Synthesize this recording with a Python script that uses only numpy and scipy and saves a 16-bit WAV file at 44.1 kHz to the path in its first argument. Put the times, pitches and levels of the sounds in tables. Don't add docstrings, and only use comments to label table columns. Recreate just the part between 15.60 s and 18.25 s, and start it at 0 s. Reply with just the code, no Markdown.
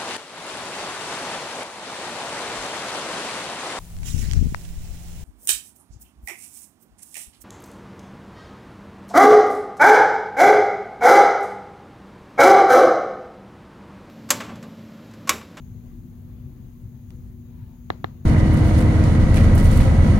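import sys
import numpy as np
from scipy import signal
from scipy.fft import rfft, irfft
from scipy.io import wavfile
from scipy.ndimage import uniform_filter1d

SR = 44100
rng = np.random.default_rng(int(sys.argv[2]) if len(sys.argv) > 2 else 0)


def inscribe(sig):
    pcm = np.round(np.clip(np.atleast_2d(sig).T, -1, 1) * 32767)
    wavfile.write(sys.argv[1], SR, pcm.astype(np.int16))


N = 116865
T = np.arange(N) / SR

# f/Hz, relative level/dB
BOOM_SPECTRUM = [(10, -34), (25, -27), (31, -14), (37, 0), (41, -1), (48, -9), (70, -25), (200, -60)]
RUMBLE_SPECTRUM = [(10, -32), (30, -24), (44, -5.5), (58, -5), (67, -4), (75, -1.5), (84, -5), (95, -2),
                   (110, 0), (135, -3.5), (160, -9.5), (175, -10), (200, -13), (230, -14.5), (275, -19),
                   (320, -26), (364, -19.5), (410, -38), (480, -33.5), (600, -56.5), (1200, -86)]
ROAR_SPECTRUM = [(100, -1), (400, 4), (650, 1), (900, -2), (1150, -3.5), (1400, -8), (2000, -9),
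                 (3000, -14), (4100, -15.5), (5200, -21.5), (8000, -36), (16000, -80)]
# t/s, level/dB
BOOM_ENVELOPE = [(0, -49.5), (.22, -51.5), (.35, -49), (.6, -50), (.8, -54.5), (1.1, -48.5), (1.25, -49),
                 (1.4, -55), (1.52, -48), (1.7, -48.5), (1.85, -58), (2.05, -50.5), (2.16, -52),
                 (2.32, -53), (2.52, -63), (2.65, -69)]
ROAR_ENVELOPE = [(0, -64), (.7, -63.5), (.84, -62.5), (.92, -62.5), (1.3, -63.5), (1.85, -63.5),
                 (2.1, -62.5), (2.65, -63.5)]
# t/s, relative level/dB
GUSTS = [(0, -41), (.25, -40), (.33, -39), (.55, -40.5), (.68, -39.5), (.8, -41.5), (.87, -38.5),
         (.95, -41.5), (1.02, -35.5), (1.12, -41.5), (1.2, -38.5), (1.34, -39.5), (1.41, -44), (1.55, -38),
         (1.75, -40.5), (2.05, -40.5), (2.17, -42.5), (2.44, -37.5), (2.65, -41.5)]
# onset t/s, duration t/s, initial f/Hz, final f/Hz, level/dB
MOANS = [(1.87, .2, 1010, 930, -73.5), (1.98, .24, 880, 930, -72.5)]
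# t/s, ring and room level/dB, ring cutoff f/Hz, snap level/dB
CLICKS = [(2.30271, 0.5, 5600, -38), (2.4433, -1.4, 4400, -37.5)]
# f/Hz, T60/s, left level/dB, right level/dB, left polarity, right polarity
CLICK_MODES = [(101, .044, -25, -21, 1, 1), (316, .02, -10.9, -8.8, -1, 1), (370, .0045, -9.6, -8.2, 1, -1),
               (749, .0174, -13.7, -19.8, 1, -1), (1064, .0133, -11.8, -24.6, 1, -1),
               (1144, .0034, -1.2, -12.6, -1, -1), (1225, .039, -35, -60, 1, -1),
               (1585, .0089, -13.6, -40, 1, -1), (1777, .0078, -10.5, -27.3, -1, -1),
               (2081, .0078, -18.3, -32.8, 1, -1), (2769, .0085, -60, -31.5, 1, -1),
               (3171, .0085, -26.6, -44, -1, -1), (4005, .0044, -17.8, -49, 1, -1),
               (6382, .008, -35.4, -54, -1, -1)]
# f/Hz, relative level/dB
SNAP_SPECTRUM = [(1000, -6), (5000, -6), (7000, -2.5), (9000, -27), (12000, -3), (16000, -5)]
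TICK_SPECTRUM = [(300, -10), (850, 2), (1400, -6), (2000, -5), (3200, -5), (4500, -12), (7000, -11),
                 (9000, -18), (11500, -14), (16000, -26)]
ROOM_SPECTRUM = [(100, -2), (400, 13), (1000, 7.5), (2000, 0.5), (3000, -6.5), (4200, -4.5), (5500, -16),
                 (7000, -14), (9000, -42), (16000, -16)]
# f/Hz, T60/s
ROOM_T60 = [(200, 0.43), (1000, 0.29), (4000, 0.27), (12000, 0.57)]
# f/Hz, relative level/dB
HISS_SPECTRUM = [(500, -16), (5000, -15), (7500, -18), (9000, -14.5), (10000, -11), (11800, -4.5),
                 (13800, -5), (14300, -2), (15200, 0)]
# t/s, level/dB
FIZZ_ENVELOPE = [(0, -75), (.35, -79.5), (.75, -82), (1.3, -79.5), (1.58, -77), (1.72, -83), (1.87, -79),
                 (2.05, -83.5), (2.2, -78), (2.65, -79.5)]


def wind():
    gust_db = curve(GUSTS) - curve(GUSTS).mean()
    boom = turbulence(BOOM_SPECTRUM, correlation=.96, swell_db=0, patchy_db=0, size=2048)
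    rumble = turbulence(RUMBLE_SPECTRUM, correlation=.88, swell_db=.1, patchy_db=-2.15, size=2048)
    roar = turbulence(ROAR_SPECTRUM, correlation=.023, swell_db=1.2, patchy_db=1.5, size=1024)
    return (boom * amp(curve(BOOM_ENVELOPE)) * pan(left_db=2)
            + rumble * amp(gust_db - 40) * pan(left_db=3.5)
            + roar * amp(curve(ROAR_ENVELOPE)) * pan(left_db=6))


def turbulence(spectrum, correlation, swell_db, patchy_db, size):
    hop = size // 4
    a, b, c, d, patches = rng.standard_normal((N // hop + 5, size // 2 + 1, 5)).T
    patches = uniform_filter1d(patches, size=6, axis=0)
    patches = unit_rms(uniform_filter1d(patches, size=10, axis=1))
    left = a + 1j * b
    right = correlation * left + np.sqrt(1 - correlation ** 2) * (c + 1j * d)
    spectra = np.array([left, right]) * amp(patchy_db * patches)
    noise = signal.istft(spectra, nperseg=size, noverlap=size - hop)[1][:, :N]
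    return unit_rms(colour(noise, spectrum)) * amp(swell_db * wander(rate_hz=4.3))


def moan(start, length, from_hz, to_hz, db, width_hz=130):
    progress = np.clip((T - start) / length, 0, 1)
    phase = 2 * np.pi * np.cumsum(from_hz + (to_hz - from_hz) * progress) / SR
    tone = unit_rms(wander(width_hz / 2) * np.cos(phase) + wander(width_hz / 2) * np.sin(phase))
    swell = np.sqrt(abs(np.sin(np.pi * progress)))
    return tone * swell * amp(db) * pan(left_db=6)


def click(start, db, cutoff_hz, snap_db):
    delay_s = np.array([[.00025], [0]])
    age = np.maximum(T[:SR // 3] - delay_s, 0)
    ring = 0
    for hz, t60, left_db, right_db, left_sign, right_sign in CLICK_MODES:
        gains = np.sign([[left_sign], [right_sign]]) * amp([[left_db], [right_db]])
        ring += gains * np.sin(2 * np.pi * hz * age) * decay(age, t60)
    ring = signal.sosfilt(signal.butter(3, cutoff_hz, fs=SR, output="sos"), ring)
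    ring_and_room = placed(start, amp(db) * (ring + amp(-12) * reverberation()))
    return ring_and_room + burst(start, snap_db, SNAP_SPECTRUM, t60=.01)


def tick(start=1.5054):
    direct = burst(start, db=-31.5, spectrum=TICK_SPECTRUM, t60=.008) * pan(left_db=3.5)
    return direct + placed(start, amp(-27) * reverberation())


def burst(start, db, spectrum, t60):
    envelope = (T >= start) * decay(abs(T - start), t60)
    return colour(rng.standard_normal((2, N)) * envelope, spectrum) * amp(db)


def reverberation(rise_s=.0084):
    hz, t, spectra = signal.stft(rng.standard_normal((2, SR // 2)), SR, nperseg=256)
    tail = signal.istft(spectra * decay(t, at_frequency(ROOM_T60, hz)[:, None]), SR, nperseg=256)[1]
    tail = colour(tail / np.linalg.norm(tail[0]), ROOM_SPECTRUM)[:, :SR // 3]
    return tail * np.minimum(T[:SR // 3] / rise_s, 1) * pan(left_db=6)


def hum(hz=240.2, drift_hz=.5, waver_db=1.1):
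    phase = 2 * np.pi * np.cumsum(hz + drift_hz * wander(rate_hz=6)) / SR
    tone = np.sin(phase) * amp(waver_db * wander(rate_hz=6))
    return unit_rms(tone) * amp(-49.2) * pan(left_db=3)


def hiss(fizz_band_hz=(6110, 6980)):
    wide, narrow = rng.standard_normal((2, 2, N))
    band = signal.sosfilt(signal.butter(4, fizz_band_hz, "band", fs=SR, output="sos"), narrow)
    fizz = unit_rms(band) * amp(curve(FIZZ_ENVELOPE)) * pan(left_db=15)
    return unit_rms(colour(wide, HISS_SPECTRUM)) * amp(-62.5) + fizz


def amp(db):
    return 10 ** (np.asarray(db) / 20)


def decay(age, t60):
    return np.exp(-np.log(1000) * age / t60)


def unit_rms(x):
    return x / np.sqrt(np.mean(x ** 2) + 1e-20)


def at_frequency(points, hz):
    f, value = np.transpose(points)
    return np.interp(np.log(hz + 1), np.log(f + 1), value)


def curve(points):
    return np.interp(T, *np.transpose(points))


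def pan(left_db):
    return amp([[left_db / 2], [-left_db / 2]])


def colour(x, spectrum):
    size = x.shape[-1]
    gain = amp(at_frequency(spectrum, np.fft.rfftfreq(size, 1 / SR)))
    return irfft(rfft(x) * gain, size)


def placed(start, sound):
    return np.pad(sound, ((0, 0), (round(start * SR), N)))[:, :N]


def wander(rate_hz):
    hz = np.fft.rfftfreq(N, 1 / SR)
    low_pass = (hz > 0) * np.exp(-(hz / rate_hz) ** 2)
    return unit_rms(irfft(rfft(rng.standard_normal(N)) * low_pass, N))


def scene():
    storm = wind() + sum(moan(*row) for row in MOANS)
    return storm + hum() + hiss() + tick() + sum(click(*row) for row in CLICKS)


def record(dry, cutoff_hz=15900):
    low_pass = signal.firwin(511, cutoff_hz, window=("kaiser", 9), fs=SR)
    return signal.oaconvolve(dry, low_pass[None], "same")


dry = scene()
out = record(dry)
inscribe(out)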